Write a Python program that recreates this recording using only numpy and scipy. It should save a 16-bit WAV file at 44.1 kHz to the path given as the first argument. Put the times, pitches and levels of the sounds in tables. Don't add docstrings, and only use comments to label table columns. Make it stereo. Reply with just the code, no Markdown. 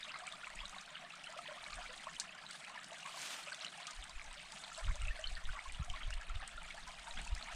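import sys
import numpy as np
from scipy import signal
from scipy.io import wavfile
from scipy.ndimage import uniform_filter1d

SR = 44100
rng = np.random.default_rng(int(sys.argv[2]) if len(sys.argv) > 2 else 0)


def persist_wave(psi):
    counts = np.round(np.clip(psi, -1, 1) * 32767).astype(np.int16)
    wavfile.write(sys.argv[1], SR, np.atleast_2d(counts).T)


N = 332955
TIME = np.arange(N) / SR

# t/s, f/Hz, level/dB, ring time/cycles, left-right/dB
BUBBLES = [(0.03, 3610, -36.5, 10, -1), (0.093, 2540, -41, 7.4, 3), (0.119, 4550, -38, 1.5, 3),
           (0.141, 2060, -42, 11, -2), (0.154, 1180, -41, 4.6, 12), (0.142, 4000, -45, 7, 0),
           (0.16, 3830, -43, 3, 0), (0.196, 1600, -45.5, 5, 0), (0.218, 698, -49.5, 18.4, -7),
           (0.236, 1090, -45, 5.2, -12), (0.277, 2280, -37, 3.3, 2), (0.323, 3420, -40, 5, -6),
           (0.334, 1137, -46, 7.3, -12), (0.431, 1360, -45.5, 7.4, 4), (0.444, 2520, -37.5, 3.3, -1),
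           (0.47, 2110, -37.5, 3.3, -1), (0.467, 1010, -48.5, 13, -7), (0.47, 1220, -47.5, 9.9, 10),
           (0.502, 1800, -44, 4, -4), (0.59, 2440, -40, 4.5, -2), (0.604, 3150, -38, 6.8, -2),
           (0.632, 1080, -45.5, 7.6, -19), (0.655, 3720, -35, 5.4, -4), (0.727, 1210, -46, 8, -2),
           (0.745, 2120, -42, 4, -6), (0.763, 1084, -42, 5.7, -11), (0.784, 3780, -39.5, 5.7, 1),
           (0.955, 2880, -38.5, 5, -2), (1.038, 670, -48.5, 6.9, -3), (1.104, 2580, -44, 12, 1),
           (1.136, 1240, -47, 7, -11), (1.241, 2670, -41, 8, 1), (1.266, 1370, -47, 8.1, 0),
           (1.271, 3050, -41, 14, -1), (1.29, 620, -51, 12.5, 2), (1.342, 1253, -46, 10.5, -4),
           (1.364, 600, -46.5, 5, 0), (1.388, 684, -46, 5.1, 0), (1.389, 1250, -39, 4.9, -9),
           (1.461, 1860, -39.5, 2.7, -9), (1.477, 2870, -37, 1.7, -5), (1.484, 590, -47, 5.5, 0),
           (1.515, 600, -48, 4.3, -3), (1.575, 1120, -47, 8.5, 5), (1.641, 3980, -38, 2.7, -2),
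           (1.663, 2210, -41.5, 7.1, 2), (1.723, 1175, -46.5, 16, 11), (1.73, 4200, -38, 5.3, 0),
           (1.733, 2360, -37.5, 2.7, -1), (1.786, 686, -47, 8.1, 6), (1.814, 2900, -44, 5.5, -3),
           (1.89, 497, -56.5, 13, -2), (1.978, 3800, -40.5, 3, -2), (2.069, 1080, -35, 3.7, -27),
           (2.068, 634, -50.5, 6, -2), (2.08, 1290, -44.5, 6, -8), (2.088, 1670, -43, 6, -1),
           (2.165, 3000, -40.5, 7.5, 2), (2.216, 1630, -45, 8, -3), (2.292, 2540, -41.5, 6.6, -7),
           (2.348, 1400, -50, 7, -2), (2.386, 1680, -47, 11, -3), (2.465, 3700, -40.5, 4, 2),
           (2.501, 1440, -46.5, 6, 10), (2.64, 2180, -46, 9, 0), (2.67, 2490, -45, 8.2, -7),
           (2.697, 1024, -46.5, 7.8, -9), (2.752, 940, -49.5, 5.8, -1), (2.775, 1726, -40.5, 8.4, 3),
           (2.791, 1220, -46, 6.5, -9), (2.918, 645, -45.5, 5, 4), (3.03, 2680, -41.5, 5, -1),
           (3.052, 1056, -42.5, 10.6, 6), (3.141, 1055, -45, 6.5, -9), (3.142, 658, -50.5, 5.7, -2),
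           (3.172, 995, -46, 7, -7), (3.387, 1230, -48, 7, 7), (3.471, 1250, -46, 6.1, -4),
           (3.472, 593, -50.5, 5.2, 2), (3.5204, 1454, -33.5, 3.8, -15), (3.53, 4180, -36.5, 3.4, -1),
           (3.542, 3300, -41.5, 7, -2), (3.611, 4040, -37, 3.3, -2), (3.647, 2820, -33, 4, 3),
           (3.666, 3900, -34, 2.5, -2), (3.682, 3726, -38.5, 3, -3), (3.741, 1760, -46, 11, 7),
           (3.779, 770.4, -46, 5.8, -11), (3.831, 4030, -41, 2.7, 3), (3.87, 2900, -39, 3, 4),
           (3.877, 1222, -49, 18, 0), (4.025, 3350, -42, 6.2, 0), (4.196, 2170, -37, 1.4, -5),
           (4.215, 2200, -40.5, 3, 1), (4.381, 3400, -41.5, 2, -2), (4.639, 3940, -36, 1.8, -4),
           (4.647, 3370, -41, 6, -5), (4.716, 1296, -46, 9.9, -3), (4.748, 4060, -38.5, 2.2, 3),
           (4.778, 650, -46.5, 14.5, -1), (4.807, 1330, -48, 7, -4), (4.846, 2850, -38, 3, -3),
           (4.911, 2100, -41, 3, 3), (5.027, 1280, -48, 7, 13), (5.052, 2540, -38.5, 3.8, -3),
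           (5.082, 2550, -34, 7, -1), (5.107, 1755, -42, 16, -2), (5.19, 630, -44.5, 7.4, 0),
           (5.19, 1800, -45, 3.5, -4), (5.241, 3030, -32, 11.4, 0), (5.272, 4100, -34.5, 8.4, 2),
           (5.353, 4150, -38, 3, -4), (5.368, 1800, -41, 6.2, -1), (5.454, 3230, -35.5, 1.6, -8),
           (5.49, 1424, -41.5, 6.5, 0), (5.532, 1110, -49, 7.9, -15), (5.552, 1104, -45.5, 19, 12),
           (5.591, 2020, -34.5, 3.1, -5), (5.656, 1040, -44, 8.5, -8), (5.695, 2330, -45, 10, -2),
           (5.746, 2850, -42.5, 4.8, 0), (5.822, 1260, -46, 10.5, -3), (5.879, 720, -50.5, 7.2, 3),
           (5.9, 2990, -36, 4.3, -1), (5.937, 1053, -43.5, 8.1, -10), (6.032, 3080, -39, 8.2, -1),
           (6.106, 1570, -36, 1.4, -21), (6.127, 2680, -39, 8.7, -1), (6.134, 1810, -43, 3.6, 0),
           (6.21, 1580, -46.5, 9.9, 5), (6.298, 1320, -42.5, 5.1, 6), (6.356, 3510, -44.5, 10, -7),
           (6.403, 1256, -45.5, 6, 9), (6.418, 1700, -41, 2.6, 4), (6.425, 798, -49, 3.5, 0),
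           (6.578, 1380, -40.5, 8.3, 6), (6.704, 2160, -43, 8, -2), (6.742, 628, -50, 4.6, 1),
           (6.776, 1700, -47, 17, 14), (6.87, 985, -50, 23, 6), (7.076, 912, -45.5, 8, -9),
           (7.264, 887, -45.5, 4.2, -1), (7.11, 3670, -36, 3.8, -12), (7.138, 2380, -45, 5, -6),
           (7.191, 744, -47, 2.5, 0), (7.175, 3220, -36.5, 5.4, 0), (7.276, 2570, -41, 8.5, -3),
           (7.377, 1950, -43.5, 9.5, 3), (7.426, 3920, -35, 3.3, -1), (7.485, 2110, -40, 5, 8),
           (7.52, 655, -50, 7, 0), (7.522, 1250, -47, 7, -4)]
# f/Hz, pitch spread/octaves, rate/(1/s), level/dB, ring time/cycles, left-right spread/dB
POOLS = [(640, 0.09, 11, -59.5, 6, -2.5), (1100, 0.3, 16, -57, 8.5, 7), (2200, 0.35, 22, -52.5, 7, 6),
         (3980, 0.2, 12, -50, 4.5, -0.5), (7200, 0.2, 12, -53, 7, 5)]
# t/s, length/s, centre f/Hz, level/dB (before a common lift)
GULPS = [(0.136, 0.029, 1600, -56.5), (0.26, 0.021, 1950, -53.5), (0.603, 0.029, 1490, -61),
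         (0.726, 0.064, 1105, -61), (1.265, 0.076, 1450, -63), (1.454, 0.071, 1390, -58.5),
         (1.746, 0.076, 1480, -61), (1.769, 0.064, 925, -62), (1.862, 0.048, 3050, -60),
         (2.699, 0.083, 1180, -63.5), (3.053, .025, 1540, -53.5), (3.519, 0.0095, 1660, -56),
         (3.606, 0.025, 3700, -54.5), (4.79, 0.024, 985, -57), (4.87, 0.035, 1520, -54),
         (4.943, 0.022, 910, -58), (5.471, 0.032, 1510, -61.5), (5.56, 0.027, 1386, -54),
         (6.003, .02, 1700, -54.5), (6.348, 0.012, 2410, -57), (6.424, 0.013, 1060, -57.5),
         (6.705, .008, 2510, -51.5), (6.74, 0.054, 1250, -61.5), (7.17, 0.0069, 1930, -50.5),
         (7.183, 0.023, 2410, -52), (7.382, 0.034, 1990, -57.5), (7.48, 0.025, 1390, -57)]
# f/Hz, level/dB
FIZZ = [(520, -13.5), (650, -7.5), (850, -10.5), (1250, 1), (2000, 4.5), (3200, 6.5), (4300, 0.5),
        (5500, 3), (8300, 9.5), (9600, -3)]
# f/Hz, level/dB
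MIC_TOP = [(100, -1.5), (8800, 3), (10000, -0.5), (11200, -11), (15500, -31)]
# t/s, level/dB
FLOW = [(0, 2), (0.25, 1), (0.72, 0), (1.02, 0), (1.4, 1), (1.8, 2.5), (2.35, 0), (2.85, 1), (3.4, 2),
        (3.78, 3), (4.05, 0), (4.55, 1), (4.8, 2), (5.1, 0.5), (5.75, 0), (6.05, 1), (6.5, 0), (7.55, 2)]
# t/s, level/dB
SPRAY = [(0, -1.5), (0.72, -0.5), (0.95, -3.5), (1.8, 1.5), (2.15, 0), (2.39, -4), (2.55, 4), (2.73, -3),
         (3.1, 4), (3.65, 1.5), (4.35, -1), (4.7, 4), (5.05, -0.5), (5.45, 0.5), (6.13, -2.5), (6.3, -4.5),
         (6.55, -0.5), (7.55, 1)]
# t/s, level/dB, left-right/dB, ring of the struck spot f/Hz
DROPS = [(0.008, -40, -2, 4700), (0.1885, -41, -10, 8100), (0.269, -34, 1, 7900), (0.324, -38.5, -1, 4130),
         (0.502, -39, -6, 4300), (0.556, -39, -9, 8060), (0.695, -38.5, -3, 6300),
         (0.8117, -38.5, -5, 6100), (1.155, -41.5, 1, 4820), (1.241, -42, 0, 8060), (1.325, -41, -2, 6950),
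         (1.756, -37, 0, 8880), (2.509, -32.5, -14, 4700), (2.647, -44, -5, 4720), (2.844, -36, -1, 5200),
         (3.005, -42, 6, 5760), (3.06, -40, -5, 7350), (3.2166, -32, -0.5, 6400), (3.272, -37, 0, 2900),
         (4.04, -38.5, -1, 8560), (4.095, -39, 2, 4700), (4.329, -40.5, -5, 8600), (4.521, -36, -1, 4590),
         (4.681, -40, -2, 4510), (4.777, -36.5, -8, 8240), (4.956, -35.5, -4, 6650),
         (5.018, -37.5, -5, 7860), (5.072, -39, 0, 6780), (5.195, -41, -7, 8300), (5.722, -36, -9, 8640),
         (5.899, -38, -4, 6840), (6.105, -34.5, -6, 5200), (6.139, -37, -6, 4000), (6.354, -43, -7, 3700),
         (6.4765, -32, -7, 8340), (6.631, -42, -7, 8910), (6.877, -37, -3, 5600), (7.215, -36.5, -8, 8460),
         (7.249, -39, -4, 6510), (7.2715, -37.5, -8, 8000), (7.35, -34.5, -1, 5100)]
# f/Hz, level/dB
SMACK = [(400, -19.5), (1500, -9), (4000, -1), (6000, -3.5), (8300, 0), (9800, -8), (11200, -26),
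         (15000, -29)]
# f/Hz, level/dB
TICK = [(700, -24), (2000, -6), (4200, -0.5), (6000, -1), (8500, -1.5), (9800, -9), (11200, -23),
        (15000, -38)]
# t/s, level/dB
KNOCKS = [(2.1992, -19.5), (3.647, -33.5), (3.8698, -29), (3.909, -32.5)]
# f/Hz, level/dB
STONE = [(300, -43), (1400, -4), (2700, -6), (4200, 12.5), (6500, 11), (9000, 8.5), (11000, -20),
         (15000, -23)]
# t/s, length/s, level/dB
SLIDES = [(3.198, 0.062, -49.5), (3.311, 0.032, -50), (3.388, 0.022, -55.5), (3.1, 0.035, -65)]
# f/Hz, level/dB
RUSTLE = [(100, -41), (200, -3), (450, -9.5), (700, -3), (1500, 1.5), (3000, 2), (5000, -1.5), (8500, -4),
          (11000, -14), (15000, -23)]
# f/Hz, level/dB
SOIL = [(70, -24), (170, 5), (290, -10), (450, -15.5), (900, -6), (2500, -56)]
# f/Hz, level/dB
WASH = [(220, -73), (380, -11), (518, -34), (644, 4.5), (906, -4), (1240, -0.5), (2190, -2), (2950, -5.5),
        (3180, -4), (5400, -13), (8730, -9), (9580, -14), (11200, -27.5), (12300, -29), (15500, -45)]
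# f/Hz, level/dB
MURMUR = [(20, -22), (85, -9), (120, -22), (155, 3.5), (200, -2), (250, -7.5), (400, -14), (600, -14.5),
          (1200, -62)]
# f/Hz, coherence/1
LIKENESS = [(60, -0.74), (200, -0.34), (640, -0.2), (1400, 0.046), (3000, 0.96), (4500, 0.84),
            (7000, -0.53), (15000, -0.093)]
# t/s, length/s, level/dB, left-right/dB
GUSTS = [(0.565, 0.081, -41, 0), (1.733, 0.091, -45.5, -6), (3.977, 0.033, -41, -10),
         (4.156, 0.023, -38, 13), (4.271, 0.033, -45, -16), (4.849, 0.081, -28.5, -3.5),
         (5.006, 0.1, -30.5, 2.5), (5.259, 0.11, -35.5, 5.5), (5.454, 0.054, -30.5, 1),
         (5.684, 0.13, -39, -6.5), (5.892, 0.03, -31, 8), (6.044, 0.13, -32, -2.5), (6.3, 0.084, -32, 5),
         (6.55, 0.12, -45.5, 1), (6.8, 0.081, -48, -8), (7.112, 0.27, -38, 5.5), (7.546, 0.039, -37, 17)]
# t/s, level/dB
BREEZE = [(0, -65), (0.3, -69), (0.62, -53), (0.9, -68), (1.5, -68), (1.9, -55.5), (2.4, -71), (3.8, -76),
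          (4.25, -52), (4.6, -64.5), (5.1, -51.5), (7.55, -52)]
# t/s, level/dB, f/Hz, left-right/dB
BUFFETS = [(1.755, -51, 67.5, -10), (4.899, -29, 55, -16), (4.911, -52, 132, -10), (5.074, -53, 104, 7),
           (5.501, -43.5, 71, -5), (5.802, -29, 104, 31), (5.817, -31, 62, 22), (6.081, -40.5, 71, -5),
           (6.361, -33, 60, 16), (7.329, -25.5, 46.3, 33)]

POOL_SPREAD_DB, POOL_SIDE_DB = 1.5, 1
POOL_FLOW_SHARE = 1.03
BUBBLE_RISE = 0.015
SLOSH_S, SLOSH_DB, SPRAY_SLOSH_DB = 0.06, 0.56, 0.4
GLUGS_PER_S, GLUG_S, GLUG_DB = 6.5, 0.016, 2
DRIPS_PER_S, DRIP_DB, DRIP_SPREAD_DB, DRIP_SIDE_DB = 4, -45.5, 1.8, -4
DROP_RING_DB, RING_OCTAVES = 9.5, 0.2
TICKS_PER_S, TICK_SPREAD_DB, TICK_SIDE_DB = 70, 3.5, -4
TICK_DB, TICK_SPRAY_SHARE, TICK_CLUMP_DB = -67.3, 1.2, 3
LEAF_HZ, LEAF_RING_DB = (2300, 9000), 11.5
REBOUND_S, REBOUND_DB = 0.0021, -8
SLIDE_ATTACK_S, SLIDE_RELEASE_S = 0.037, 0.027
CRACKLES_PER_S, CRACKLE_DB, CRACKLE_SPREAD_DB = 1400, -5, 2.2
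SCRATCH_DB = 1.1
SCUFF_S, SCUFF_LENGTH_S, SCUFF_DB = 7.175, 0.028, -53.5
MURMUR_DB = -65.5
GUST_ATTACK_S, GUST_RELEASE_S = 0.016, 0.028
SMALL_EDDY_DB, STRONG_GUST_DB = -46.5, -29
SMALL_EDDY_GROWTH = 4
FOREST_T60 = 0.15
EDGE_HZ = 15600


def plinks():
    out = np.zeros((2, N))
    for s, *row in BUBBLES:
        add(out, s, plink(*row))
    for hz, octaves, per_s, db, cycles, side_db in POOLS:
        times = loose_times(per_s, size=250)
        chances = np.clip(rng.standard_normal((len(times), 4)), -2, 2)
        for s, (pitch, strength, ring, side) in zip(times, chances):
            bubble_hz = hz * 2 ** (octaves * pitch)
            level_db = db + POOL_SPREAD_DB * strength + POOL_FLOW_SHARE * curve(FLOW, s)
            bubble_side_db = POOL_SIDE_DB + side_db * side
            add(out, s, plink(bubble_hz, level_db, cycles * np.exp(0.43 * ring), bubble_side_db))
    return out


def plink(hz, db, cycles, side):
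    path = amp(-9.5) * scatter(decay=0.0068)
    path[:, :1] += panned(side)
    ringing_bubble = bubble(hz, cycles, rise=BUBBLE_RISE * 2 * rng.random())
    return amp(db) * signal.fftconvolve(ringing_bubble[None], path, axes=1)


def bubble(hz, cycles, rise=.015, onset_cycles=2.0):
    ring = cycles / hz
    t = np.arange(0, 6 * ring, 1 / SR)
    shape = np.exp(-t / ring) * (1 - np.exp(-t * hz / onset_cycles))
    return shape / shape.max() * np.sin(2 * np.pi * hz * (t + rise * t * t / ring))


def gulps(count=14):
    out = np.zeros((2, N))
    for s, length, hz, db in GULPS:
        knot = np.zeros((2, SR // 5))
        chances = rng.uniform(-0.997, 1, (count, 4))
        for k, (delay, octaves, size_db, side) in enumerate(chances):
            sound = bubble(hz * 2 ** (0.785 * octaves), 4.9, rise=0.038, onset_cycles=0.55)
            start = length * (k + .5 * delay + .5) / count
            add(knot, start, amp(5.5 * size_db) * panned(6 * side) * sound)
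        loudness = np.sqrt(np.sum(knot ** 2) / (2 * length * SR))
        add(out, s, amp(db + 3.5) * knot / loudness)
    return out


def babble():
    return amp(-58) * swarm(572.0, 4800, 3000, spread_db=11.0, cycles=7.16, side_db=0.5, echo_db=-4.5)


def spray():
    swell_db = 1.2 * curve(SPRAY, TIME) + SPRAY_SLOSH_DB * slosh(TIME)
    crowd = swarm(4980, 8900, 2400, spread_db=14.5, cycles=2.7, side_db=-8.0, echo_db=0.0)
    return amp(-67.0 + swell_db) * crowd


def swarm(low_hz, high_hz, total, spread_db, cycles, side_db, echo_db, count=120):
    out, pitches = np.zeros((2, N)), np.geomspace(low_hz, high_hz, count)
    slow = np.arange(0, N / SR, .005)
    clumps = unit(uniform_filter1d(rng.standard_normal(len(slow)), size=5))
    for hz, flow_db in zip(pitches, surge(slow, pitches).T):
        level_db = read(FIZZ, hz) + flow_db + 2.34 * clumps
        for place, strength, ring, side, detune in rng.random((total // count, 5)):
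            s = place * N / SR
            db = np.interp(s, slow, level_db) + spread_db * strength ** 2
            bubble_hz = hz * (0.9584 + 0.037 * detune)
            sound = bubble(bubble_hz, cycles * (0.23 + ring ** 2), rise=0.035, onset_cycles=0.55)
            add(out, s, amp(db) * panned(side_db + 13 * (side - .5)) * sound)
    echo = signal.oaconvolve(out, scatter(decay=0.007), axes=1)[:, :N]
    return unit(colour(out + amp(echo_db) * echo, MIC_TOP))


def surge(t, hz):
    swing = np.array([curve(rows, t) + SLOSH_DB * slosh(t) for rows in (FLOW, FLOW, SPRAY)])
    centres = np.log([900, 2700, 7000])  # Hz, gurgle, splash and treble
    shares = np.array([np.interp(np.log(hz + 1), centres, row) for row in np.eye(3)])
    return swing.T @ shares


def slosh(t):
    steps = rng.standard_normal(200)
    return np.interp(t / SLOSH_S, np.arange(len(steps)), steps)


def glugs():
    starts = loose_times(GLUGS_PER_S, size=70) - 1 / GLUGS_PER_S
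    since = TIME - starts[np.searchsorted(starts, TIME) - 1]
    return unit(amp(GLUG_DB * np.exp(-since / GLUG_S)))


def loose_times(per_s, size=80):
    return (np.arange(size) + rng.random(size)) / per_s


def drips():
    out, times = np.zeros((2, N)), loose_times(DRIPS_PER_S, size=40)
    light = []
    for s, (strength, side, pitch) in zip(times, rng.standard_normal((len(times), 3))):
        db = DRIP_DB + DRIP_SPREAD_DB * strength
        light.append((s, db, DRIP_SIDE_DB + 4 * side, 4800 * 2 ** (.5 * pitch)))
    for s, db, side, hz in DROPS + light:
        spot = ringing(SMACK, hz, DROP_RING_DB, RING_OCTAVES)
        add(out, s, impact(db, side, spot, splash_db=6, decay=0.0024))
    return out


def ticks(count=12):
    out, clumps = np.zeros((2, N)), amp(TICK_CLUMP_DB * slosh(TIME))
    for hz in np.geomspace(*LEAF_HZ, count):
        leaf = ringing(TICK, hz, LEAF_RING_DB, RING_OCTAVES)
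        tick = impact(0, 0, leaf, splash_db=2.0, decay=0.0014)
        for place, size, side in rng.random((round(TICKS_PER_S * N / SR / count), 3)):
            db = TICK_SPREAD_DB * min(-np.log(size), 4)
            add(out, place * N / SR, amp(db) * panned(TICK_SIDE_DB + 14 * (side - .5)) * tick)
    return amp(TICK_DB + TICK_SPRAY_SHARE * curve(SPRAY, TIME)) * unit(out * clumps)


def ringing(spectrum, hz, ring_db, octaves):
    f = np.geomspace(200, 16000, 120)
    peak = np.exp(-(np.log2(f / hz) / octaves) ** 2)
    return np.transpose([f, read(spectrum, f) + ring_db * peak])


def impact(db, side, spectrum, splash_db, decay):
    hit = amp(splash_db) * scatter(decay)
    hit[:, :1] += 1
    hit = colour(hit, spectrum)
    return amp(db) * panned(side) * hit / abs(hit).max()


def stones(count=4):
    out = np.zeros((2, N))
    for s, db in KNOCKS:
        for k in range(count):
            contact_db = db + REBOUND_DB * k ** 0.47
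            add(out, s + k * REBOUND_S, impact(contact_db, 0, STONE, splash_db=-0.3, decay=0.0069))
    return out


def rustle():
    likeness = [(300, 0.39), (1400, 0.54), (3000, 1.0), (7000, 0.63)]  # f/Hz, coherence/1
    cloth = noise(RUSTLE, likeness, patchy_db=-0.5, flicker_db=-0.6)
    snaps = unit(colour(clicks(CRACKLES_PER_S, CRACKLE_SPREAD_DB, 0), RUSTLE))
    catching = amp(SCRATCH_DB * unit(uniform_filter1d(rng.standard_normal(N), size=200)))
    grain = cloth * catching + amp(CRACKLE_DB) * snaps
    slides = [amp(db) * swell(s, length, SLIDE_ATTACK_S, SLIDE_RELEASE_S) for s, length, db in SLIDES]
    return grain * sum(slides)


def clicks(per_s, spread_db, side_db):
    happens = rng.random(N) < per_s / SR
    sizes = amp(spread_db * np.minimum(rng.exponential(1, N), 4)) * happens
    return sizes * rng.choice([-1, 1], N) * panned(side_db + 4 * rng.standard_normal(N))


def scuff():
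    rasp = unit(colour(rng.standard_normal((2, N)), SOIL))
    return amp(SCUFF_DB) * rasp * swell(SCUFF_S, SCUFF_LENGTH_S, attack=0.013, release=0.058)


def wash(pulse):
    return amp(-55.0) * pulse * noise(WASH, LIKENESS, patchy_db=3.5, flicker_db=1.7, level=surge)


def murmur():
    deep = noise(MURMUR, LIKENESS, patchy_db=2.0, flicker_db=1.5, size=2048)
    return amp(MURMUR_DB + .5 * curve(FLOW, TIME)) * deep


def wind():
    gusts = [amp(db) * panned(side) * swell(s, length, GUST_ATTACK_S, GUST_RELEASE_S)
             for s, length, db, side in GUSTS]
    power = amp(curve(BREEZE, TIME)) ** 2 + sum(gust ** 2 for gust in gusts)
    gust_db = 10 * np.log10(power)
    apart = [(20, -0.024), (200, 0)]  # f/Hz, coherence/1
    # f/Hz, level/dB
    large_spectrum = [(8, -20.0), (22, 10.0), (42, 0.0), (60, -25.0), (90, -30), (200, -61), (1500, -120)]
    small_spectrum = [(20, -13), (60, -3.0), (100, -14), (160, -29), (260, -53), (1500, -110)]
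    large = noise(large_spectrum, apart, patchy_db=1.5, flicker_db=-2.0, size=2048)
    large = large / np.sqrt(uniform_filter1d(large ** 2, size=3000, axis=1) + 0.033)
    small = noise(small_spectrum, apart, patchy_db=1.5, flicker_db=-3.0, size=2048)
    small_db = SMALL_EDDY_DB + SMALL_EDDY_GROWTH * (gust_db - STRONG_GUST_DB)
    out = large * amp(gust_db - 4.5) + small * amp(small_db)
    t = np.arange(-.06, .06, 1 / SR)
    for s, db, hz, side in BUFFETS:
        thump = np.exp(-(t * hz / 0.44) ** 2) * np.sin(2 * np.pi * hz * t)
        add(out, s + t[0], amp(db) * panned(side) * thump)
    return out


def forest(x, size=13000):
    t = np.arange(size) / SR
    sparse = rng.standard_normal((2, size)) * (rng.random((2, size)) < .05)
    taps = sparse * amp(-60 * t / FOREST_T60) * (t > .006)
    return signal.oaconvolve(x, taps / np.linalg.norm(taps, axis=1, keepdims=True), axes=1)[:, :N]


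def scatter(decay, size=1500):
    t = np.arange(size) / SR
    taps = rng.standard_normal((2, size)) * np.exp(-t / decay) * (t > .0008)
    return taps / np.linalg.norm(taps, axis=1, keepdims=True)


def noise(points, likeness, patchy_db, flicker_db, level=None, size=512):
    hop = size // 4
    t, hz = np.arange(N // hop + 5) * hop / SR, np.fft.rfftfreq(size, 1 / SR)
    a, b, c, d, patches = rng.standard_normal((5, len(t), len(hz)))
    patches = unit(uniform_filter1d(uniform_filter1d(patches, size=6, axis=0), size=7, axis=1))
    flicker = unit(uniform_filter1d(rng.standard_normal(len(t)), size=4))[:, None]
    same, left = np.clip(read(likeness, hz), -1, 1), a + 1j * b
    right = same * left + np.sqrt(1 - same ** 2) * (c + 1j * d)
    level_db = read(points, hz) + patchy_db * patches + flicker_db * flicker
    if level:
        level_db = level_db + level(t, hz)
    z = np.array([left, right]) * amp(level_db)
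    sound = signal.istft(z, nperseg=size, noverlap=size - hop, time_axis=1, freq_axis=2)[1]
    return unit(sound[:, :N])


def colour(x, points, size=1024):
    log_gain = np.log(amp(read(points, abs(np.fft.fftfreq(size, 1 / SR)))))
    taps = np.fft.ifft(np.exp(np.conj(signal.hilbert(log_gain)))).real
    return signal.oaconvolve(x, taps[None] / np.linalg.norm(taps), axes=1)[:, :x.shape[1]]


def swell(start, length, attack, release):
    before = np.minimum(TIME - start, 0)
    after = np.maximum(TIME - start - length, 0)
    return np.exp(before / attack - after / release)


def amp(db):
    return 10 ** (np.asarray(db) / 20)


def unit(x):
    return x / np.sqrt(np.mean(x ** 2) + 1e-20)


def read(points, hz):
    f, value = np.transpose(points)
    return np.interp(np.log(hz + 1), np.log(f + 1), value)


def curve(rows, t):
    rows = np.array(rows)
    return np.interp(t, rows[:, 0], rows[:, 1])


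def panned(db):
    gains = amp(np.array([db, -db]).reshape(2, -1) / 2)
    return gains / np.sqrt((gains ** 2).mean(0))


def add(mix, s, sound):
    part = mix[:, max(round(s * SR), 0):][:, :sound.shape[1]]
    part += sound[:, :part.shape[1]]


def scene():
    pulse = glugs()
    water = plinks() + gulps() + pulse * (babble() + spray()) + drips() + ticks()
    near = water + stones()
    stream = wash(pulse) + murmur()
    return near + amp(-9.5) * forest(near) + rustle() + scuff() + stream + wind()


def record(dry):
    taps = signal.firwin(511, EDGE_HZ, window=("kaiser", 9), fs=SR)
    return signal.oaconvolve(dry, taps[None], "same")


dry = scene()
out = record(dry)
persist_wave(out)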